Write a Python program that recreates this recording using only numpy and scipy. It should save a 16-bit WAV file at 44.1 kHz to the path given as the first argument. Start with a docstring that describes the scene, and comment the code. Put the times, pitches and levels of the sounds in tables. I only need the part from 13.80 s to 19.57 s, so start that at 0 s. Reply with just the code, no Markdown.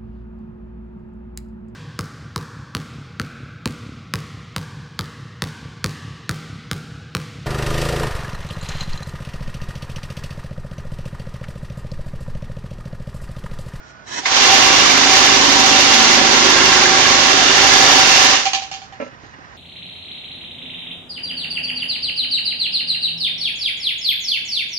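"""A concrete block machine shakes in a shed: its off-centre shaft throws a steel mould against a table many
times a turn, so loose parts clatter, the table drums and the frame rings. Before it starts, steel scrapes
and a lever squeaks and clanks. It runs for four seconds and coasts down in a few slowing knocks. Then a
hand tool drops, and someone shovels and steps back. Soft outdoor noise lies under it all, and the loudest
peaks overload the phone."""
import sys
import numpy as np
from scipy import signal
from scipy.fft import rfft, irfft, next_fast_len
from scipy.io import wavfile
from scipy.ndimage import uniform_filter1d

SR = 44100
rng = np.random.default_rng(int(sys.argv[2]) if len(sys.argv) > 2 else 0)


def put_to_file(sound):
    """Save the sound as 16-bit audio at rate SR, in the file named by the first command-line argument."""
    columns = np.atleast_2d(sound).T  # one column per channel
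    safe = np.clip(columns, -1, 1)
    whole_steps = np.round(safe * 32767)
    wavfile.write(sys.argv[1], SR, whole_steps.astype(np.int16))


N = 254456
TIME = np.arange(N) / SR
RING_TIME = TIME[:SR // 2]  # half a second for a struck body to ring

BOUNCE_S, MOTOR_OFF_S, SETTLE_S = 0.53, 4.13, 4.531  # bouncing starts, power is cut, bouncing dies
ATTACK_S, RELEASE_S = 0.044, 0.063  # how quickly the shaking comes and goes
START_HZ, RUN_HZ = 21.756, 25.86  # shaft turns per second
SPIN_UP_HZ_PER_S, COAST_HZ_PER_S = 9.0, 8.3
HUM_DB, HUM_DB_PER_HZ = -26, -3.5  # hum at full speed, and its change for each turn per second less

# How hard the mould shakes. Each row: time in seconds, clatter in dB, its extra treble in dB, drum in dB.
SHAKING = [(0.53, -13.5, 0.5, -27.5), (0.66, -12, 0.5, -23), (1.0, -12.5, -0.5, -21.5),
           (1.22, -13.5, 0, -27.5), (1.33, -12.5, 1.5, -24.5), (1.5, -13.5, 0, -21.5),
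           (1.62, -14, 0.5, -21.5), (1.69, -13, 0.5, -21.5), (2.35, -11.5, 0, -25.5), (2.41, -13, -2, -18),
           (2.48, -13, -0.2, -22), (3.65, -13, -0.8, -24.5), (4.05, -11, -0.2, -20),
           (4.43, -12.5, 1, -24.5), (4.54, -13.5, -0.5, -25.5)]
def vibrator():
    """The mould hammers on the table: loose parts clash, the frame clangs, the table drums and hums."""
    speed = shaft_speed()
    turns = np.cumsum(speed * (1 + .0015 * drift(5))) / SR
    bouncing = hold(BOUNCE_S, SETTLE_S, ATTACK_S, RELEASE_S)
    times, clatter_db, treble_db, drum_db = np.transpose(SHAKING)
    shake = bouncing * undb(np.interp(TIME, times, clatter_db) + .35 * drift(13))
    drum = bouncing * undb(np.interp(TIME, times, drum_db) + 0.5 * drift(14))
    clatter = undb(2) * rattle(turns, shake, parts=5) + undb(1) * chimes(turns, shake)
    treble = colour(clatter, [(4000, 0), (20000, 0)])
    clatter += (undb(np.interp(TIME, times, treble_db)) - 1) * treble
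    hum_gain = bouncing * undb(HUM_DB + HUM_DB_PER_HZ * (RUN_HZ - speed))
    table = undb(-1.5) * drumming(turns, drum, corners=3) + hum_gain * hum(turns)
    return clatter + wall_clang(turns) + frame_clang() + table


def shaft_speed():
    """Turns per second: the shaft speeds up, runs steadily, then coasts with the motor off."""
    rising = START_HZ + SPIN_UP_HZ_PER_S * (TIME - BOUNCE_S)
    slowing = COAST_HZ_PER_S * np.maximum(TIME - MOTOR_OFF_S, 0)
    return np.maximum(np.minimum(rising, RUN_HZ) - slowing, 1)


def contacts(turns, per_turn, jitter_s, scatter_db, lift_db):
    """Blows return at the same shaft angles, never quite alike, hardest at both ends of the stroke."""
    angles = (np.arange(per_turn) + rng.uniform(0, 1, per_turn)) / per_turn
    at_turn = (np.arange(round(30 * N / SR))[:, None] + angles).ravel()  # more turns than needed
    late, hard = rng.standard_normal((len(at_turn), 2)).T
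    stroke_db = lift_db * (np.cos(4 * np.pi * at_turn) + .5 * np.cos(2 * np.pi * at_turn))
    sign = np.resize(rng.choice([-1, 1], per_turn), len(at_turn)) * (at_turn < turns[-1])
    times = np.interp(at_turn, turns, TIME) + jitter_s * late
    return clicks(times, sign * undb(scatter_db * hard + stroke_db))


# The tone of the mould's steel plates. Each row: frequency in Hz, level in dB.
PLATE_COLOUR = [(300, -32), (520, -9), (660, -5), (1000, -4.5), (1350, -5.5), (1800, -3.5), (2800, -5.5),
                (4200, -4.5), (5200, -5), (6100, -6), (6900, -11.5), (7600, -21), (9000, -22.5)]
def rattle(turns, shake, parts):
    """Several loose parts each clash in their own pattern and from their own place."""
    out = 0
    for _ in range(parts):
        force = contacts(turns, per_turn=7, jitter_s=.0015, scatter_db=3, lift_db=1.5)
        plates = wash(PLATE_COLOUR, t60=0.15, shed_db=-4.5, shed_t60=0.45, shared=0.14)
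        out += driven(force, shake, plates + undb(-8) * ring(MOULD_NOTES, spread=1.3))
    return out / np.sqrt(parts)


# The notes of the mould's loose parts. Each row: pitch in Hz, level in dB, ring time in seconds.
MOULD_NOTES = [(955, -19, .06), (1085, -19.5, .045), (1135, -18.5, .045), (1400, -21, .06),
               (1585, -22, .06), (1700, -21, .05), (1795, -22, .05), (2075, -18.5, .05), (2322, -20.5, .09),
               (2726, -18, .09), (2814, -21, .08), (2905, -21, .07), (3076, -19.5, .07), (3323, -23, .08),
               (3540, -21, .05), (3649, -20.5, .11), (4520, -20, .05), (5060, -22, .05), (5704, -22, .08),
               (5945, -20, .03)]
def chimes(turns, shake):
    """Each loose part rings on its own note, now clearer, now fainter, as it shifts about."""
    out = 0
    for hz, db, t60 in MOULD_NOTES:
        force = contacts(turns, per_turn=4, jitter_s=.002, scatter_db=4, lift_db=1.5)
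        shifting = undb(db + 2.5 * drift(5))
        out += driven(force, shake * shifting, ring([(hz, 0, t60)], spread=1.58))
    return out


# The table's deep tone. Each row: frequency in Hz, level in dB.
TABLE_COLOUR = [(25, -37), (50, -29), (75, -18), (135, -8), (170, -5), (205, -21), (245, 7.5), (320, 2),
                (400, 5.5), (480, 1), (570, -1), (700, -37)]
# Its clearest notes. Each row: pitch in Hz, level in dB, ring time in seconds.
TABLE_NOTES = [(246, 0, .16), (284, -2, .16), (387, -1, .16), (572, -1, .14)]
def drumming(turns, drum, corners):
    """The heavy blows shake the table at its corners."""
    out = 0
    for _ in range(corners):
        force = contacts(turns, per_turn=6, jitter_s=0.0011, scatter_db=3, lift_db=6)
        boom = wash(TABLE_COLOUR, t60=0.079, shed_db=-5, shed_t60=0.28, shared=0.95)
        out += driven(force, drum, boom + undb(-8) * ring(TABLE_NOTES, spread=0.58))
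    return out / np.sqrt(corners)


# The tones in the table's hum. Each row: multiple of the shaft speed, level in dB.
HUM_TONES = [(3, -7.3), (4, -15), (5, -13), (6, -15), (7, -7), (8, -13), (9, -4), (10, -4), (11, -5),
             (12, -6), (13, -4), (14, -5), (15, -3), (16, -7), (17, -8), (21, -10), (22, -8)]
# When one tone stands out. Each row: its multiple, start in seconds, length in seconds.
HUM_SWELLS = [(11, 0.95, 1.1), (9, 1.5, 1.5), (21, 2.25, 1.2), (13, 2.35, 0.5), (14, 2.95, 0.45),
              (15, 3.8, 0.22), (11, 3.85, 0.25)]
def hum(turns, swell_db=7.5):
    """The table hums at multiples of the shaft speed; at listed times, single tones swell."""
    out = 0
    for multiple, db in HUM_TONES:
        swell = sum(hold(start, start + length, .08, .08)
                    for which, start, length in HUM_SWELLS if which == multiple)
        gain = undb(db + swell_db * swell + 2.2 * drift(12))
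        out += gain * np.sin(2 * np.pi * (multiple * turns + rng.random()))
    return unit(out)


# The notes of the mould's thin walls. Each row: pitch in Hz, level in dB, ring time in seconds.
WALL_NOTES = [(2726, -1, .13), (2814, 0, .13), (2905, -1.5, .1), (3076, -4, .08), (3540, -5, .08),
              (3649, -4, .12)]
# When they clang. Each row: start in seconds, length in seconds, level in dB.
WALL_CLANGS = [(0.58, .42, -22.5), (1.36, .18, -24.5), (1.88, .25, -24.5), (3.42, .35, -22),
               (4.2, .36, -21.5)]
def wall_clang(turns):
    """Now and then the mould's walls strike the guides a few times a turn and ring brightly."""
    force = contacts(turns, per_turn=4, jitter_s=.0015, scatter_db=4, lift_db=2)
    striking = strokes(WALL_CLANGS, slope_db_per_s=0, edge_s=.05)
    return driven(force, striking, ring(WALL_NOTES, spread=1.2))


# The steel frame's notes. Each row: pitch in Hz, level in dB, ring time in seconds.
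FRAME_NOTES = [(776, 0, .5), (2318, -20, .5), (2885, -22, .3), (3063, -17, .15), (3500, -21, .25)]
# When it rings out or is held back. Each row: start in seconds, length in seconds, change in dB.
FRAME_CHANGES = [(0.675, .08, 8.5), (0.82, .11, 2), (1.01, .09, -5), (1.32, .15, 6.5), (1.62, .05, -6),
                 (1.76, .24, 3), (2.61, .25, -7), (3.14, .18, 2.5), (3.51, .11, 4.5), (3.81, .04, 6.5),
                 (4.0, .23, 5.5), (4.34, .11, 3.5)]
def frame_clang(start_s=0.462, level_db=-25.5):
    """The frame rings roughly, louder while the mould catches it, fainter while the mould leans on it."""
    damping = np.exp(-RING_TIME / .09)  # the mould rests against the frame
    tone = play(grains(300, 1.6), ring(FRAME_NOTES, spread=0.16) * damping)
    strength = np.sqrt(uniform_filter1d((tone ** 2).mean(0), SR // 20) + np.mean(tone ** 2) / 20)
    change_db = sum(db * hold(start, start + length, .022, .022) for start, length, db in FRAME_CHANGES)
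    shaken = undb(level_db + change_db + 0.93 * drift(17)) * hold(start_s, SETTLE_S, 0.017, RELEASE_S)
    flicker = undb(1.8 * drift(45) - .3)
    return tone / strength * flicker * shaken


# A loose plate's notes. Each row: pitch in Hz, level in dB, ring time in seconds.
JANGLE_NOTES = [(1490, -5, 0.078), (1588, 4.5, 0.056), (1646, -2, 0.082), (1750, 1, 0.038)]
# When it jangles. Each row: start in seconds, length in seconds, level in dB.
JANGLE_TIMES = [(2.7, 0.56, -22.5), (3.62, 0.37, -25)]
def jangle():
    """One plate works loose and buzzes along with the mould."""
    taps = grains(per_s=400, scatter_db=8.4)
    loose = strokes(JANGLE_TIMES, slope_db_per_s=-4, edge_s=0.12)
    return driven(taps, loose, ring(JANGLE_NOTES, spread=1))


# The last knocks. Each row: start in seconds, clatter level in dB, clatter length in seconds,
# frame ring level in dB, seconds until the ring is damped.
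LAST_KNOCKS = [(4.654, -18, 0.01, -18.5, 0.032), (4.733, -15.5, 0.008, -21, 0.067),
               (4.821, -32, 0.011, -30, 0.03), (4.914, -29.5, 0.03, -31, 0.07),
               (5.017, -43, 0.022, -38.5, 0.029), (5.124, -48.5, 0.012, -36.5, 0.015)]
# The tone of the seat that the mould falls on. Each row: frequency in Hz, level in dB.
SEAT_COLOUR = [(200, -10), (500, -8.5), (820, 5), (1200, -4), (1900, -3.5), (2400, 7.5), (3200, 5.5),
               (4200, 4), (5200, 2), (6200, 3), (7200, -7), (9000, -20)]
def knocks():
    """As the shaft slows, the mould falls in single knocks that crack, clatter and ring the frame."""
    bursts, blows, clangs = 0, 0, 0
    for start, clatter_db, clatter_s, ring_db, ring_s in LAST_KNOCKS:
        bursts += undb(clatter_db) * hold(start, start + clatter_s, attack_s=0.00055, release_s=0.025)
        blows += clicks([start], [undb(clatter_db)])
        damping = np.exp(-np.maximum(RING_TIME - ring_s, 0) / 0.019)  # the mould stops the ring
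        clangs += play(clicks([start], [undb(ring_db)]), ring(FRAME_NOTES, spread=0.1) * damping)
    seat = wash(SEAT_COLOUR, t60=0.046, shed_db=-14.5, shed_t60=0.39, shared=0.098)
    seat += undb(-12.5) * ring(MOULD_NOTES, spread=2.5)
    clatter = undb(0.5) * driven(grains(2500, 3.5), bursts, seat)
    crack = undb(1) * play(blows, seat)
    chatter = undb(2.2 * drift(110) - .3)  # the mould chatters against the ringing frame
    return clangs * chatter + crack + clatter


# The lever hits its stop. Each row: start in seconds, level in dB.
LEVER_HITS = [(0.453, -23), (0.4563, -13), (0.463, -20.5), (0.482, -23.5)]
# The lever's notes. Each row: pitch in Hz, level in dB, ring time in seconds.
LEVER_NOTES = [(776, 0, .2), (958, 7.5, 0.1), (1120, 5, .1), (1655, 3, .12), (1806, 6, 0.08),
               (2034, 11, 0.065), (2220, 9, 0.07), (3649, 0, .15)]
def lever_clank():
    """The lever clanks against its stop and jolts the machine's steel."""
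    times, db = np.transpose(LEVER_HITS)
    plates = wash(PLATE_COLOUR, t60=0.17, shed_db=4.5, shed_t60=0.26, shared=0.17)
    body = undb(-7) * plates + undb(1.5) * ring(LEVER_NOTES, spread=0.86)
    return play(clicks(times, undb(db)), body)


# The whines of the lever's rod. Each row: pitch in Hz, level in dB compared with the squeak.
ROD_WHINES = [(645, -8), (1330, -13), (2460, -15)]
def lever_squeak(end_s=0.23, start_hz=1420, rise_hz_per_s=260):
    """The lever's pivot squeaks on a slowly rising note, and its rod sings along faintly."""
    pitch = (start_hz + rise_hz_per_s * np.minimum(TIME, end_s)) * (1 + .009 * drift(150))
    pivot = np.sin(2 * np.pi * np.cumsum(pitch) / SR)
    rod = sum(undb(db) * np.sin(2 * np.pi * hz * TIME + 0.54 * drift(66)) for hz, db in ROD_WHINES)
    gain = hold(0, end_s, .01, .02) * undb(-50.5 + 2.5 * drift(110))
    return np.sqrt(2) * (pivot + rod) * gain


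# Pushes on the sliding steel. Each row: start in seconds, length in seconds, starting level in dB.
SLIDE_PUSHES = [(0.03, 0.072, -55), (0.276, 0.11, -34.5), (0.415, 0.059, -42)]
# The tone of its scrape. Each row: frequency in Hz, level in dB.
STEEL_COLOUR = [(100, -25), (200, -6), (320, 7), (500, -4), (950, 2), (1300, 1), (2000, -2), (2800, -6.5),
                (3900, -4), (4800, -8), (5800, -3.5), (7400, -11.5), (9000, -20)]
# Its notes. Each row: pitch in Hz, level in dB, ring time in seconds.
STEEL_NOTES = [(1680, 3, 0.035), (2050, -1, 0.046), (3030, -5, .06), (3880, -1, 0.046), (5580, 0, .052)]
def slide():
    """Steel slides on gritty steel, harder as each push goes on, and sings faintly."""
    pushing = strokes(SLIDE_PUSHES, slope_db_per_s=129, edge_s=0.012)
    singing = driven(grains(1100, 4.3), pushing, ring(STEEL_NOTES, spread=1))
    scraping = scrape(pushing, STEEL_COLOUR, grains_per_s=2600, scatter_db=3.7)
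    return undb(-1) * scraping + undb(-9) * singing


# The tool lands and bounces. Each row: start in seconds, level in dB.
TOOL_HITS = [(5.2005, -21), (5.207, -25.5), (5.214, -26), (5.223, -22.5), (5.244, -30.5), (5.264, -31)]
# The tone of its thud. Each row: frequency in Hz, level in dB.
TOOL_COLOUR = [(100, -28), (200, -18), (260, -5), (380, -13), (540, 1), (720, -12), (1000, -8), (1400, -16),
               (2000, -14), (2800, -15), (3400, -30), (7000, -37)]
# Its notes. Each row: pitch in Hz, level in dB, ring time in seconds.
TOOL_NOTES = [(255, 1, .18), (453, -11, .08), (549, 1.5, .13), (641, -12, .12), (980, -10, .15),
              (1340, -7.5, .13), (1712, -12, .11), (2094, -18, .1), (2455, -18, .1), (2800, -19, .1)]
def dropped_tool():
    """A long-handled tool thuds on the earth floor and bounces."""
    times, db = np.transpose(TOOL_HITS)
    thud = wash(TOOL_COLOUR, t60=.09, shed_db=-19, shed_t60=.3, shared=.7)
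    force = soften(clicks(times, undb(db)), contact_s=0.00025)
    return play(force, undb(-5) * thud + undb(-3.5) * ring(TOOL_NOTES, spread=0.61))


# Shovel strokes. Each row: start in seconds, length in seconds, starting level in dB.
DIGS = [(5.13, 0.12, -43), (5.32, 0.018, -42), (5.445, 0.1, -43.5), (5.62, 0.03, -44.5),
        (5.71, 0.07, -47.5)]
# Their tone. Each row: frequency in Hz, level in dB.
DIG_COLOUR = [(200, -5), (500, -10), (900, 7), (1400, -9), (1850, 10), (2300, -2), (3500, -11), (6000, -34),
              (8000, -42)]
def shovel():
    """A shovel scrapes through the concrete mix, easing off in each stroke."""
    digging = strokes(DIGS, slope_db_per_s=-32, edge_s=0.03)
    return scrape(digging, DIG_COLOUR, grains_per_s=900, scatter_db=4.8)


# Footsteps. Each row: start in seconds, level in dB.
FOOTFALLS = [(5.327, -42), (5.435, -39.5), (5.585, -41.5), (5.728, -60)]
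# Their dull tone. Each row: frequency in Hz, level in dB.
EARTH_COLOUR = [(40, 6), (130, -4), (280, 12), (560, 1), (900, -15), (1700, -8), (3000, -11), (7000, -27)]
def steps():
    """Sandals pat the earth floor as the worker steps back."""
    times, db = np.transpose(FOOTFALLS)
    earth = wash(EARTH_COLOUR, t60=0.14, shed_db=-24, shed_t60=.3, shared=0.21)
    return play(soften(clicks(times, undb(db)), contact_s=.0002), earth)


# Crunches of grit. Each row: start in seconds, length in seconds, starting level in dB.
GRIT_CRUNCHES = [(5.21, 0.06, -50), (5.425, 0.085, -53), (5.725, 0.04, -58)]
# Their bright tone. Each row: frequency in Hz, level in dB.
GRIT_COLOUR = [(2800, 3), (4000, 6), (5200, -3), (6300, 5), (7500, -18)]
def crunch():
    """Loose grit crunches under the dropped tool and the sandals."""
    pressing = strokes(GRIT_CRUNCHES, slope_db_per_s=-3, edge_s=0.011)
    return scrape(pressing, GRIT_COLOUR, grains_per_s=600, scatter_db=5.5)


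# The tone of the open air. Each row: frequency in Hz, level in dB.
OUTDOOR_COLOUR = [(25, -29), (50, -5), (120, -1), (200, -6), (380, -11.5), (600, -10), (950, -8.5),
                  (1600, -7.5), (2600, -21.5), (4000, -23.5), (5600, -23.5), (7400, -36), (9000, -66)]
def outdoors():
    """Soft outdoor noise comes through the open side of the shed."""
    return undb(-43.5 + 0.37 * drift(8)) * unit(colour(stereo_noise(N, shared=0.64), OUTDOOR_COLOUR))


def scrape(gain, outline, grains_per_s, scatter_db):
    """Grit catches and breaks under something sliding or pressing on it."""
    grit = grains(grains_per_s, scatter_db)
    return driven(grit, gain, wash(outline, t60=0.052, shed_db=0, shed_t60=0.059, shared=0.17))


def wash(outline, t60, shed_db, shed_t60, shared):
    """Countless notes blur into noise, then the shed echoes; t60 is the seconds to fade by 60 dB."""
    t = RING_TIME
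    near = unit(colour(stereo_noise(len(t), shared), outline)) * np.exp(-np.log(1000) * t / t60)
    far = unit(colour(stereo_noise(len(t), shared / 2), outline)) * np.exp(-np.log(1000) * t / shed_t60)
    return near + undb(shed_db) * far * (1 - np.exp(-t / 0.0061))


def ring(notes, spread):
    """A struck body rings with a few clear notes; spread puts left and right out of step."""
    hz, db, t60 = np.transpose(notes)[:, :, None]
    phase = rng.uniform(0, 2 * np.pi, hz.shape) + spread * rng.standard_normal((2, *hz.shape))
    size = undb(db) / np.sqrt(t60)  # dB sets a note's share of the energy
    waves = size * np.exp(-np.log(1000) * RING_TIME / t60) * np.sin(2 * np.pi * hz * RING_TIME + phase)
    build_up = 1 - np.exp(-RING_TIME / .0005)
    return build_up * waves.sum(1) / np.sqrt(np.sum(size ** 2) / 2)


def play(force, response):
    """Every blow in the force sets off the body's response."""
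    return signal.fftconvolve(force[None], response, axes=1)[:, :N]


def driven(force, gain, response):
    """A body is shaken by a force that is first evened out, then made to follow gain."""
    steady = force / np.sqrt(uniform_filter1d(force ** 2, SR // 8) + np.mean(force ** 2) / 20)
    return play(steady * gain, response / np.sqrt(np.sum(response ** 2, axis=1, keepdims=True)))


def clicks(times, sizes):
    """Sharp blows at the given times."""
    return np.bincount(np.clip(np.asarray(times) * SR, 0, N - 1).astype(int), sizes, N)


def grains(per_s, scatter_db):
    """Tiny contacts of uneven strength at random moments."""
    hits = (rng.random(N) < per_s / SR) * rng.choice([-1, 1], N)
    return hits * undb(scatter_db * rng.standard_normal(N))


def soften(force, contact_s):
    """A soft contact spreads a blow over a short push."""
    push = signal.windows.hann(max(int(contact_s * SR), 3))
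    return np.convolve(force, push / push.sum(), "same")


def hold(on_s, off_s, attack_s, release_s):
    """Gain that rises to 1 at on_s, holds until off_s and dies away."""
    return np.exp(-np.maximum(on_s - TIME, 0) / attack_s - np.maximum(TIME - off_s, 0) / release_s)


def strokes(rows, slope_db_per_s, edge_s):
    """Gain for strokes that swell or ease off while they last."""
    gain = 0
    for start, length, db in rows:
        level = undb(db + slope_db_per_s * np.clip(TIME - start, 0, length))
        gain += level * hold(start, start + length, edge_s, edge_s)
    return gain


def drift(per_s):
    """Smooth random wandering, about 1 in size."""
    span = int(SR / per_s)
    stairs = np.repeat(rng.standard_normal(N // span + 1), span)
    return unit(uniform_filter1d(uniform_filter1d(stairs, span), span)[:N])


def stereo_noise(size, shared, lag_samples=17):
    """Noise at two microphones; the shared part reaches the right one a little later."""
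    common, own = rng.standard_normal(size), rng.standard_normal((2, size))
    return np.sqrt(shared) * np.array([common, np.roll(common, lag_samples)]) + np.sqrt(1 - shared) * own


def colour(x, outline):
    """Shape the tone by an outline of (Hz, dB) points, falling 20 dB an octave beyond its ends."""
    hz, db = np.transpose(outline)
    size = next_fast_len(x.shape[-1], real=True)
    octave = np.log2(np.maximum(np.fft.rfftfreq(size, 1 / SR), 1))
    beyond = np.abs(octave - np.clip(octave, np.log2(hz[0]), np.log2(hz[-1])))
    gain = undb(np.interp(octave, np.log2(hz), db) - 20 * beyond)
    return irfft(rfft(x, size) * gain, size)[..., :x.shape[-1]]


def undb(db):
    """Turn decibels into a gain to multiply by."""
    return 10 ** (np.asarray(db) / 20)


def unit(x):
    """Scale to an average power of 1."""
    return x / np.sqrt(np.mean(x ** 2, axis=-1, keepdims=True))


# The left microphone is partly shaded, except near 7 kHz. 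Each row: frequency in Hz, change in dB.
LEFT_SHADE = [(10, -5), (150, -7), (500, -5.5), (3000, -5), (5500, -5), (7200, 1.5), (22000, -8)]
def scene():
    """The machine, the work around it and the open air, louder on the right."""
    machine = vibrator() + jangle() + knocks() + lever_squeak() + lever_clank() + slide()
    work = shovel() + crunch() + dropped_tool() + steps()
    left, right = undb(2) * (machine + work + outdoors())
    return np.array([colour(left, LEFT_SHADE), right])


def record(dry):
    """The phone dulls the treble, rounds and clips the peaks, and cuts everything above 15.2 kHz."""
    dull = colour(dry, [(10, 0), (6800, 0), (7600, -3), (8100, -9), (9200, -6), (10200, -24),
                        (14000, -40)])
    rounded = dull / (1 + (dull / 1.15) ** 8) ** (1 / 8)
    low_pass = signal.ellip(8, .2, 70, 15200, fs=SR, output="sos")
    return signal.sosfilt(low_pass, np.clip(rounded, -1, 1))


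dry = scene()
out = record(dry)
put_to_file(out)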